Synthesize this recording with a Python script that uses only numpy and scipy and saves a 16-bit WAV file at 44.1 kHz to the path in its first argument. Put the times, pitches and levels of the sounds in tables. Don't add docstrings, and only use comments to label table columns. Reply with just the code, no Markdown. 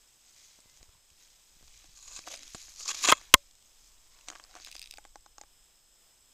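import sys
import numpy as np
from scipy import signal
from scipy.fft import rfft, irfft
from scipy.io import wavfile
from scipy.ndimage import uniform_filter1d

SR = 44100
rng = np.random.default_rng(int(sys.argv[2]) if len(sys.argv) > 2 else 0)


def to_wav(sig):
    pcm = np.clip(np.atleast_2d(sig), -1, 1) * 32767
    pcm = np.round(pcm).astype(np.int16)
    wavfile.write(sys.argv[1], SR, pcm.T)


def gain_from_db(level_db):
    decades = np.asarray(level_db, float) / 20
    return 10 ** decades


N = 279153


def level(x, rms_db):
    return x * gain_from_db(rms_db) / np.sqrt(np.mean(x ** 2))


def peak(x, peak_db):
    return x * gain_from_db(peak_db) / np.abs(x).max()


def band(x, lo_hz, hi_hz, order=2):
    sos = signal.butter(order, [lo_hz, min(hi_hz, .47 * SR)], "band", fs=SR, output="sos")
    return signal.sosfilt(sos, x)


def ring(x, hz, t60_s):
    pole = np.exp(2j * np.pi * hz / SR - np.log(1000) / (t60_s * SR))
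    return signal.lfilter([1], [1, -pole], x).imag


def ring_modes(x, modes):
    return sum(gain_from_db(gain_db) * ring(x, hz, t60_s) for hz, gain_db, t60_s in modes)


def add(out, sound, start_s):
    i = int(start_s * SR)
    out[i:i + len(sound)] += sound[:N - i]


def walk(rate_hz):
    hold = int(SR / rate_hz)
    steps = np.repeat(rng.standard_normal(N // 500), hold)[:N]
    slow = uniform_filter1d(uniform_filter1d(steps, hold), hold)
    return slow / slow.std()


def swells(rows):
    t = np.arange(0, N / SR, .001)
    loudest_s, swell_s, fade_s, level_db = np.transpose(rows)[:, :, None]
    drop = np.maximum((loudest_s - t) / np.abs(swell_s), (t - loudest_s) / np.abs(fade_s))
    power = gain_from_db(2 * (level_db - 20 * drop)).sum(axis=0)
    return np.interp(np.arange(N) / SR, t, np.sqrt(power))


def burst(noise, decay_ms, click):
    rattle = noise * np.exp(-np.arange(len(noise)) / SR / (decay_ms / 1000))
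    return np.concatenate([[-click], rattle[1:]])


def grains(per_s, spread_db, tail_ms):
    struck = rng.random(N) < per_s / SR
    cracks = struck * gain_from_db(spread_db * np.minimum(rng.exponential(size=N), 4.5))
    tail = signal.lfilter([1], [1, -np.exp(-1000 / (tail_ms * SR))], cracks)
    return tail * rng.standard_normal(N)


# (frequency [Hz], density [dB/Hz])
HISS_SPECTRUM = [(71, -41.5), (120, -8), (839, -7.5), (1050, -7.5), (2240, -10.5), (3450, -4),
                 (4410, -12.5), (5080, -4), (5630, -11.5), (8140, -2), (9020, -15), (14700, -11.5),
                 (16000, -31)]


def forest_hiss():
    hz, density_db = np.transpose(HISS_SPECTRUM)
    bins_hz = np.fft.rfftfreq(N, 1 / SR)
    shape = gain_from_db(np.interp(np.log(bins_hz + 1), np.log(hz), density_db))
    hiss = irfft(rfft(rng.standard_normal(N)) * shape, N)
    return level(hiss, -67) * gain_from_db(0.77 * walk(7.5))


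# (frequency [Hz], rms level [dB])
WHINE_LINES = [(3494, -95), (5156, -78.5), (5184, -75.5), (8360, -76)]


def electronics():
    t = np.arange(N) / SR
    whine = 0
    for hz, rms_db in WHINE_LINES:
        gain = gain_from_db(rms_db + 1 + 1.2 * walk(25))
        whine = whine + gain * np.sin(2 * np.pi * hz * t + .3 * walk(28))
    frame_hz = 60
    spikes = np.zeros(N)
    for rate_hz, height in [(2 * frame_hz, 1), (frame_hz, 0.45)]:
        spikes[(np.arange(int(t[-1] * rate_hz)) * SR / rate_hz).astype(int)] = height
    spikes = spikes * gain_from_db(2 * rng.standard_normal(N))
    buzz = ring(spikes, 7780, t60_s=0.0092) + .5 * ring(spikes, 5100, t60_s=0.0034)
    return whine + level(band(buzz, 6000, 8500, order=3), -74) * gain_from_db(2.2 * walk(11))


# (loudest [s], swell [s/20 dB], fade [s/20 dB], level [dB])
BIRD_NOTES = [
    (.36, .15, 0.3054, -93.5),
    (.49, 0.18, 0.083, -76.5),
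    (.7, 0.256, 0.124, -76.5),
]


def bird():
    hz = 2104 * (1 + 0.01193 * walk(12))
    return np.sqrt(2) * swells(BIRD_NOTES) * np.sin(2 * np.pi * np.cumsum(hz) / SR)


# (time [s], shake level [dB], grip level rel. shake [dB])
HAND_MOTION = [(0.0, -74.5, 3), (.7, -71, 2), (.85, -67.5, 7), (1.1, -70, 12), (1.2, -71, -7.5),
               (1.55, -69.5, -1.5), (1.65, -62, 3), (1.85, -63.5, 2.5), (1.95, -61.5, -27.5),
               (2.9, -61.5, -18.5), (3.12, -57, 2), (3.24, -61, -8.5), (3.52, -65.5, -20.5),
               (4.99, -61.5, -32.5), (6.33, -73.5, 2.7)]


def hand():
    time_s, shake_db, grip_db = np.transpose(HAND_MOTION)
    t = np.arange(N) / SR
    shake = level(band(rng.standard_normal(N), 2.9, 29), 0)
    grip = level(band(grains(61, 3.0, tail_ms=7.2), 34, 110), 0)
    grip = gain_from_db(np.interp(t, time_s, grip_db) - 10.5) * grip
    return gain_from_db(np.interp(t, time_s, shake_db)) * (shake + grip)


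# (time [s], peak [dB], contact [ms], direction [+-1])
HOUSING_BUMPS = [(.589, -50, 0.7007, -1), (0.658, -52.5, 0.98, 1), (.805, -50.5, 15.4, 1),
                 (0.829, -46, 0.456, -1), (0.887, -50.5, 11.7, -1), (1.565, -59.5, 4.7, -1),
                 (1.61, -52.5, 1.23, -1), (1.627, -53, 1.85, 1), (1.633, -54.5, 11.6, 1),
                 (1.889, -55.5, 7.3, -1), (2.19, -46, 1.75, 1), (2.5473, -35.5, 2.52, -1),
                 (3.123, -33, 6, -1), (3.339, -24.5, 15.65, 1)]


def bumps():
    out = np.zeros(N)
    t_ms = np.arange(3000) / SR * 1000
    for start_s, peak_db, contact_ms, direction in HOUSING_BUMPS:
        push = np.sin(np.pi * np.clip(t_ms / contact_ms, 0, 1)) ** 2
        rough = 1 + 0.96 * rng.standard_normal(len(push))
        add(out, peak(band(np.sign(direction) * push * rough, 42, 630, order=1), peak_db), start_s)
    return out


# (loudest [s], swell [s/20 dB], fade [s/20 dB], level [dB], pitch [Hz])
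HOUSING_DRAGS = [(.96, 0.96, -0.06, -74, 1054), (1.251, -0.8, -0.53, -76, 3376),
                 (1.84, 0.06, 0.08, -66, 1199), (2.12, .1, .1, -62, 1150), (2.179, 0.1, 0.03, -57, 1600),
                 (2.316, 0.0649, 0.07, -49, 665), (2.34, 0.0821, 0.0454, -49, 666),
                 (2.336, 0.19, 0.2461, -60, 269.4), (2.808, 0.03, 0.04, -55, 1250),
                 (2.87, 0.06, 0.05, -53, 1250), (2.907, 0.05, 0.025, -43, 1239),
                 (2.97, 0.05, 0.08, -51, 1180), (3.045, 0.02, 0.08, -41, 1204),
                 (3.097, 0.0512, 0.02, -33, 1700), (3.056, 0.1729, 0.15, -52, 302),
                 (3.089, 0.0319, 0.0462, -34.5, 1165), (3.106, 0.0378, -0.0016, -23.5, 1164),
                 (3.225, 0.59, 0.0845, -58.5, 1659), (3.35, 0.24, -0.0351, -60, 1053),
                 (4.189, 0.47, 1.5, -70.5, 1098), (4.291, 0.012, 0.025, -52, 1900),
                 (4.306, .008, .025, -54, 1200), (4.328, 0.02, 0.06, -57, 900),
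                 (4.403, 0.01, 0.04, -60, 1000), (4.359, 0.03, 0.04, -55, 1200),
                 (4.567, 0.1829, 0.2, -57, 805)]


def drags():
    slips = level(grains(1000, 2.7, tail_ms=1.5), 0) * gain_from_db(2.4 * walk(35))
    scrape = level(band(slips, 390, 3100), 0) * swells(np.array(HOUSING_DRAGS)[:, :4])
    tone = 0
    for *movement, hz in HOUSING_DRAGS:
        part = band(ring(slips, hz, t60_s=6 / hz), hz / 1.2, hz * 1.2)
        tone = tone + level(part, 0) * swells([movement])
    return gain_from_db(-4) * (scrape + gain_from_db(-2) * tone)


# (loudest [s], swell [s/20 dB], fade [s/20 dB], level [dB], low modes rel. [dB])
PALM_RUBS = [(1.974, .008, .04, -51, -8), (2.013, .02, .03, -56, -12), (2.028, .008, .04, -53, -12),
             (2.054, .01, .05, -50, -12), (2.078, .015, .03, -49, -10), (2.115, .02, .08, -49, -10),
             (2.132, .02, .05, -50, -10), (2.153, .015, .06, -46, -10), (2.164, .02, .04, -47, -8),
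             (2.178, .03, .012, -48, -6), (2.63, .15, .15, -56, -12), (2.894, .012, .04, -38, 0),
             (2.905, .02, .03, -38, 0), (2.916, .03, .008, -39, -2), (3.041, .008, .04, -31, -3),
             (3.056, .02, .03, -31, 2), (3.076, .015, .04, -30, -4), (3.089, .005, .06, -25, 1),
             (3.105, .05, .012, -25, 1)]
# (frequency [Hz], gain [dB], t60 [s])
RUB_HIGH_MODES = [(4130, -5, .012), (5050, -12, .007), (6750, 0, .011), (7080, -3, .01)]
# (frequency [Hz], gain [dB], t60 [s])
RUB_LOW_MODES = [(1183, -2.5, 0.0202), (1590, -9, 0.0161), (2590, 0.5, 0.0158), (3317, -1, 0.018)]


def rubs():
    rows = np.array(PALM_RUBS)
    high_db = rows[:, 3]
    low_db = high_db + rows[:, 4]
    slips = level(grains(900, 3.0, tail_ms=.6), 0)
    out = 0
    for modes, level_db, lo_hz in [(RUB_HIGH_MODES, high_db, 3000), (RUB_LOW_MODES, low_db, 800)]:
        gain = swells(np.c_[rows[:, :3], level_db])
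        norm = np.std(ring_modes(slips[:SR], modes))
        out = out + band(ring_modes(slips * gain, modes), lo_hz, 9000) / norm
    return out


# (time [s], drive [dB], tearing [ms], shell rel. [dB], treble rel. [dB])
HEAVY_SNAPS = [
    (3.1181, -11.5, 5.7, 2, -3),
    (3.1235, 5, 0.669, -7, -12),
    (3.1300, -11, 1.5, -11, -29.5),
    (3.3397, 13.5, 3.0, 0.5, -4.5),
    (3.353, -36.5, 2.35, -6.5, 0.5),
]
# (frequency [Hz], gain [dB], t60 [s])
HOUSING_MODES = [(306, -19, 0.016), (681.5, -13, 0.019), (1062.8, -7.5, 0.024), (1284, -4, 0.015),
                 (1515.9, -7.5, 0.012), (1888.6, -11.5, 0.012), (2090, -11, 0.016)]
# (frequency [Hz], gain [dB], t60 [s])
SHELL_MODES = [(2600, -9, .008), (2950, -6, .007), (3260, -1, .009), (3930, -3, .006), (5490, -7, .005),
               (6500, -6, .004), (7580, -11, .004)]


def snaps():
    out, hollow = np.zeros(N), np.zeros(N)
    t_ms = np.arange(6000) / SR * 1000
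    for start_s, drive_db, tearing_ms, shell_db, treble_db in HEAVY_SNAPS:
        noise = rng.standard_normal(6000)
        push = np.r_[-np.full(4, 2.5), noise[4:]] * np.exp(-(t_ms / tearing_ms) ** 3)
        body = peak(ring_modes(push, HOUSING_MODES), 0)
        shell = peak(ring_modes(push, SHELL_MODES), shell_db)
        treble = peak(band(push, 4200, 9400, order=1), treble_db)
        add(out, peak(body + shell + treble, drive_db), start_s)
        log_answer = ring(push, 570, t60_s=0.16)
        debris = band(burst(noise[::-1], decay_ms=5, click=0), 1500, 14000, order=1)
        add(hollow, peak(log_answer, drive_db - 57), start_s)
        add(hollow, peak(debris, drive_db - 48), start_s)
    flat = np.tanh(out / 0.89) * 1.7
    flat = signal.lfilter(*signal.iirnotch(770, 1.6, fs=SR), flat)
    sagged = signal.lfilter(*signal.butter(1, 900, "high", fs=SR), band(flat, 260, 22000))
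    return sagged + hollow


# (time [s], peak [dB], pitch [Hz])
BRITTLE_TICKS = [(0.6037, -44, 7440), (0.6976, -45, 6760), (.7733, -43.5, 6550), (1.1026, -48, 7100),
                 (1.468, -56, 7000), (1.9395, -52, 6740), (1.973, -40.5, 6570), (1.9794, -48.5, 6800),
                 (2.0264, -53, 6925), (2.0785, -37, 6800), (2.1626, -41, 6900), (2.239, -44, 2560),
                 (2.3601, -34, 8520), (2.3744, -35.5, 4922), (2.3919, -38, 6230), (2.4252, -38, 5038),
                 (2.432, -32, 6710), (2.4715, -45, 3312), (2.4786, -35.5, 5930), (2.8071, -32, 6800),
                 (2.8542, -34.5, 7020), (2.8788, -23.5, 5150), (2.9416, -39, 4747), (2.985, -36, 6520),
                 (2.8922, -28, 6500), (2.9055, -26, 6600), (2.9165, -31.5, 7230), (3.0395, -21, 2600),
                 (3.043, -24, 5270), (3.057, -23, 2500), (3.5109, -45.5, 6700), (3.553, -48.5, 7020),
                 (3.625, -46.5, 7620), (4.2105, -45.5, 3670), (4.374, -45.5, 6522), (4.439, -36, 5010)]
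# (time [s], crack peak [dB], pitch [Hz], knock rel. [dB])
TWIG_KNOCKS = [(0.5913, -51, 3920, -8), (0.8288, -41, 6640, -8.5), (1.6287, -61.5, 5140, 6),
               (1.6793, -42, 5150, -14), (1.8425, -42.5, 5159, -8.5), (2.1908, -32, 5200, -6),
               (2.271, -42, 4452, -1), (2.2753, -37.5, 3370, 7.5), (2.28, -40, 5016, 0.5),
               (2.285, -54, 3000, -6), (2.3533, -35, 5070, -21), (2.3129, -41, 3390, -1.5),
               (2.3407, -28.5, 4990, -10), (2.409, -44, 4834, -18.5), (2.5472, -28.5, 4800, -5),
               (2.5514, -31.5, 7286, -5), (2.6826, -48, 6566, 0), (2.9454, -27.5, 6130, -11),
               (3.0871, -8.5, 2578, -4.5), (3.2133, -42.5, 2000, -3), (4.1888, -43.5, 4945, -11),
               (4.273, -57.5, 2508, 3), (4.2782, -47, 6440, -0.5), (4.2851, -24.5, 5960, -11),
                (4.2888, -34, 2066, -15.5), (4.3014, -28, 6670, -5.5), (4.3152, -42.5, 6771, 2),
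                (4.3242, -49.5, 2070, 9.5), (4.3321, -50.5, 3003, 6.5), (4.337, -60.5, 2494, 3),
                (4.35, -51.5, 6500, 2), (4.366, -62.5, 2199, 5.5), (4.385, -54, 3900, -2.5),
                (4.3533, -39, 5036, -1), (4.3581, -45.5, 3900, 6.5), (4.3981, -43, 3347, 5),
                (4.4481, -46.5, 7698, -2), (4.5115, -42.5, 5074, -12.5), (4.5411, -49, 2319, 2.5),
                (4.553, -35, 6190, -3), (4.5639, -48, 5990, 9), (4.5681, -39.5, 6672, -1.5),
                (4.572, -45.5, 4510, -12.5), (4.5864, -46.5, 2018, -6.5), (4.6, -41, 4677, -4.5),
                (4.6101, -54, 6474, -8.5), (4.625, -44.5, 4600, -13), (4.6725, -41.5, 2159, 2.5),
                (4.6879, -46, 2363, 0.5), (4.753, -31, 5074, -8.5)]
# (time [s], crack peak [dB], pitch [Hz], knock rel. [dB])
STICK_TAPS = [(4.9376, -47.5, 4931, -1.5), (4.9839, -36.5, 2102, -1), (5.0415, -48.5, 3483, -13),
              (5.0513, -42.5, 7400, 4), (5.1572, -37.5, 6135, 1.42), (5.262, -43, 6550, 0.5),
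              (5.3822, -34.5, 6666, -4), (5.413, -34, 6743, -7.5), (5.4361, -47, 2090, 1.5)]
# (frequency [Hz], gain [dB], t60 [s])
KNOCK_MODES = [(326.8, -8.5, 0.061), (559.85, -32.5, 0.0153), (762.59, -3, 0.02618), (1188, 9, 0.0072),
               (1544, 3.5, 0.0086)]
# (frequency [Hz], gain [dB], t60 [s])
HOLLOW_MODES = [(332.1, -11.5, 0.0404), (629, -40, 0.0206), (829.6, 2, 0.032), (1139, 2, 0.0168),
                (1294.3, -3.5, 0.01185), (1522, -1.5, 0.0137), (1974.9, -6, 0.0135)]


def ticks():
    out = np.zeros(N)
    breaks = [(*row, -22, -25, KNOCK_MODES) for row in BRITTLE_TICKS]
    breaks += [(*row, -29, KNOCK_MODES) for row in TWIG_KNOCKS]
    breaks += [(*row, -29, HOLLOW_MODES) for row in STICK_TAPS]
    for start_s, peak_db, pitch_hz, knock_db, top_db, modes in breaks:
        crack_noise, push_noise, gain_noise, pitch_noise = rng.standard_normal((4, 1800))
        crack = burst(crack_noise, decay_ms=1.2, click=2.2)
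        bright = peak(band(crack, 1973, 7940, order=5), -1.2)
        bright = bright + peak(band(ring(crack, pitch_hz, t60_s=0.00717), 2100, 11000), -5)
        push = burst(push_noise, decay_ms=0.616, click=3.92)
        varied = [(hz * (1 + 0.02206 * d), gain_db + 1.8 * c, t60_s)
                  for (hz, gain_db, t60_s), c, d in zip(modes, gain_noise, pitch_noise)]
        knock = band(ring_modes(push, varied), 310.4, 3400, order=3)
        top = band(burst(crack_noise, decay_ms=.5, click=3), 7500, 18030)
        add(out, peak(bright, peak_db), start_s)
        add(out, peak(knock, peak_db + knock_db), start_s)
        add(out, peak(top, peak_db + top_db), start_s)
    return out


# (time [s], peak [dB], top rel. [dB])
LEAF_CREASES = [(4.6482, -30.5, -9), (4.6634, -35, -11), (4.7148, -33, -8), (4.725, -36.5, -14.5),
                (4.727, -36.5, -13), (4.748, -39, -6.5), (4.7652, -31, -12.5), (4.78, -40, -16.5),
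                (4.7832, -39, -21.5), (4.7943, -31, -8), (4.8167, -30.5, -7), (4.8267, -31.5, -12.5),
                (4.8315, -37.5, -17.5), (4.841, -34.5, -23.5), (4.859, -35, -15.5), (4.8736, -37, -13),
                (4.9105, -29, -6.5), (4.924, -38.5, -16), (4.9286, -43.5, -20), (4.9389, -34.5, -10),
                (4.9606, -48.5, -19), (4.9729, -35.5, -13.5)]
# (frequency [Hz], gain [dB], t60 [s])
BLADE_MODES = [(2690, -4.5, 0.0056), (3900, -5, 0.0066), (4890, 0.5, 0.00677), (6007, -10, 0.0108)]
# (frequency [Hz], gain [dB], t60 [s])
BLADE_TOP_MODES = [(8550, 7.5, 0.00258), (11900, -6.5, 0.0032), (15040, -19, 0.002694)]


def creases():
    out = np.zeros(N)
    for start_s, peak_db, top_db in LEAF_CREASES:
        push_noise, mode_noise = rng.standard_normal((2, 900))
        push = burst(push_noise, decay_ms=0.55, click=10.04)
        varied = [(hz * (1 + 0.0298 * d), gain_db + 2.95 * c, t60_s)
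                  for (hz, gain_db, t60_s), c, d in zip(BLADE_MODES, mode_noise, mode_noise[::-1])]
        blade = band(ring_modes(push, varied) + gain_from_db(6.5) * push, 2413, 6120, order=3)
        top = band(ring_modes(push, BLADE_TOP_MODES), 8100, 18240)
        add(out, peak(blade, peak_db + 0.5), start_s)
        add(out, peak(top, peak_db + top_db + 5.5), start_s)
    return out


# (loudest [s], swell [s/20 dB], fade [s/20 dB], level [dB], leaf size [0-1])
SQUASHED_LEAVES = [(2.316, 0.0112, 0.062, -45.5, 0.95), (2.806, 0.071, 0.101, -42.5, 0.174),
                   (2.88, 0.0044, 0.0175, -31.5, 0.36), (2.895, 0.037, 0.0244, -33.5, 0.49),
                   (2.856, 0.0065, 0.083, -41.5, 0.27), (2.947, 0.00693, 0.11, -40.5, .6),
                   (2.989, 0.086, 0.133, -38.5, 0.606)]
# (loudest [s], swell [s/20 dB], fade [s/20 dB], level [dB], leaf size [0-1])
BRUSHED_LEAVES = [(.46, 0.5558, 0.29, -58.5, 0.56), (.75, 0.5, 0.5, -66, 0.67),
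                  (1.21, 0.1153, 0.4146, -61, 0.66), (1.8, 0.55, 0.48, -60.5, 0.67),
                  (1.976, 0.1069, -0.07, -59.5, 0), (2.078, 0.2648, 0.48, -55.5, 0.28),
                  (2.118, -0.0022, 0.21, -54, 0.42), (2.225, -0.17, 0.09, -60.5, 0.75),
                  (2.268, 0.0142, -0.1436, -48.5, 0.62), (2.4, 0.13, 0.37, -59, 0.98),
                  (2.54, 0.3, -0.73, -53, 0.49), (2.63, 0.17, 0.51, -53.5, 0.34),
                  (3.03, -0.02, 0.0409, -33, 0.49), (3.042, -0.0191, 0.0151, -33, 0.49),
                  (3.058, -0.0277, -0.0043, -28.5, 0.96), (3.076, 0.0007, -0.0049, -27, 0.63),
                  (3.09, -0.0122, 0.0054, -24.5, 1), (3.225, -1.07, 0.3235, -58, 0.7),
                  (3.87, 0.4, 0.22, -62.5, 0.38), (4.3, 0.7056, 0.6, -63, 0.57),
                  (4.57, 0.2428, -0.03, -63, 0.46), (4.62, 0.06, 0.12, -59, 0.7),
                  (4.68, 0.0723, 0.036, -57, 1), (4.75, 0.45, 0.25, -58, 0.68),
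                  (4.85, -0.44, 0.38, -67, 0.84)]
# (stop [s], swell [s/20 dB], level [dB], leaf size [0-1])
HALTED_BRUSHES = [(2.178, 0.0909, -48, 0.43), (2.193, -0.11, -56, 0.82), (2.285, -0.0171, -46, 0.94),
                  (2.345, 0.0955, -44.5, 0.46), (2.912, 0.0143, -39, 1), (3.105, 0.0313, -24, 0.85)]
# (frequency [Hz], width [Hz], gain [dB])
LEAF_RESONANCES = [(1180, 130, -4.5), (649.1, 250, -12), (2560, 380, -3), (3418, 210, -3.5),
                   (3900, 130, -0.5), (4850, 810, -10), (6685, 700, -2)]


def rustle():
    halted = [(stop_s, swell_s, .012, level_db, size) for stop_s, swell_s, level_db, size in HALTED_BRUSHES]
    stir = (0, 1e3, 1e3, -74.5, 0.46)
    leaves = np.array(SQUASHED_LEAVES + BRUSHED_LEAVES + halted + [stir])
    movement, level_db, size = leaves[:, :3], leaves[:, 3], leaves[:, 4]
    top_db = np.where(np.arange(len(leaves)) < len(SQUASHED_LEAVES), -17.5, -13)
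    top = swells(np.c_[movement, level_db + top_db])
    crisp = swells(leaves[:, :4])
    mid = swells(np.c_[movement, level_db - 18 + 21 * size])
    body = gain_from_db(-23.5) * crisp
    shared = level(grains(700, 2.6, tail_ms=1.2), -1.5) * gain_from_db(1.3 * walk(40))
    bands = [(4260, 7700, crisp), (2000, 6500, mid), (523.5, 1600, body), (7900.3, 12000, top)]
    out = 0
    for lo_hz, hi_hz, gain in bands:
        cracks = shared + level(grains(1800, 2.4, tail_ms=1.5), 0) * gain_from_db(1.2 * walk(25))
        mix = level(band(cracks, lo_hz, hi_hz), 0)
        inside = [row for row in LEAF_RESONANCES if lo_hz < row[0] < hi_hz]
        if inside:
            tones = sum(gain_from_db(gain_db) * np.sqrt(width_hz) * ring(cracks, hz, 1.1 / width_hz)
                        for hz, width_hz, gain_db in inside)
            mix = mix + level(band(tones, lo_hz, hi_hz), 10)
        out = out + level(mix, 0) * gain
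    return out


def scene():
    mono = rustle() + ticks() + creases() + bumps() + snaps()
    mono = mono + forest_hiss() + electronics() + hand() + drags() + bird() + rubs()
    overload = mono - np.clip(mono, -.45, .45)
    side = level(band(rng.standard_normal(N), 330, 16000), -78)
    side = side + gain_from_db(-24) * band(overload, 600, 6000, order=1)
    side = side + gain_from_db(-25) * band(overload, 8000, 16000)
    return mono + side * np.array([[1], [-1]])


def band_limit(x):
    return signal.sosfilt(signal.butter(12, 16310, fs=SR, output="sos"), x)


def record(dry):
    mid = dry.mean(axis=0)
    top_cut = signal.ellip(6, .2, 50, 15300, fs=SR, output="sos")
    clipped = np.clip(signal.sosfilt(top_cut, np.clip(mid, -1, 1)), -1, 1)
    mix = clipped + signal.sosfilt(top_cut, dry - mid)
    return band_limit(mix)


dry = scene()
out = record(dry)
to_wav(out)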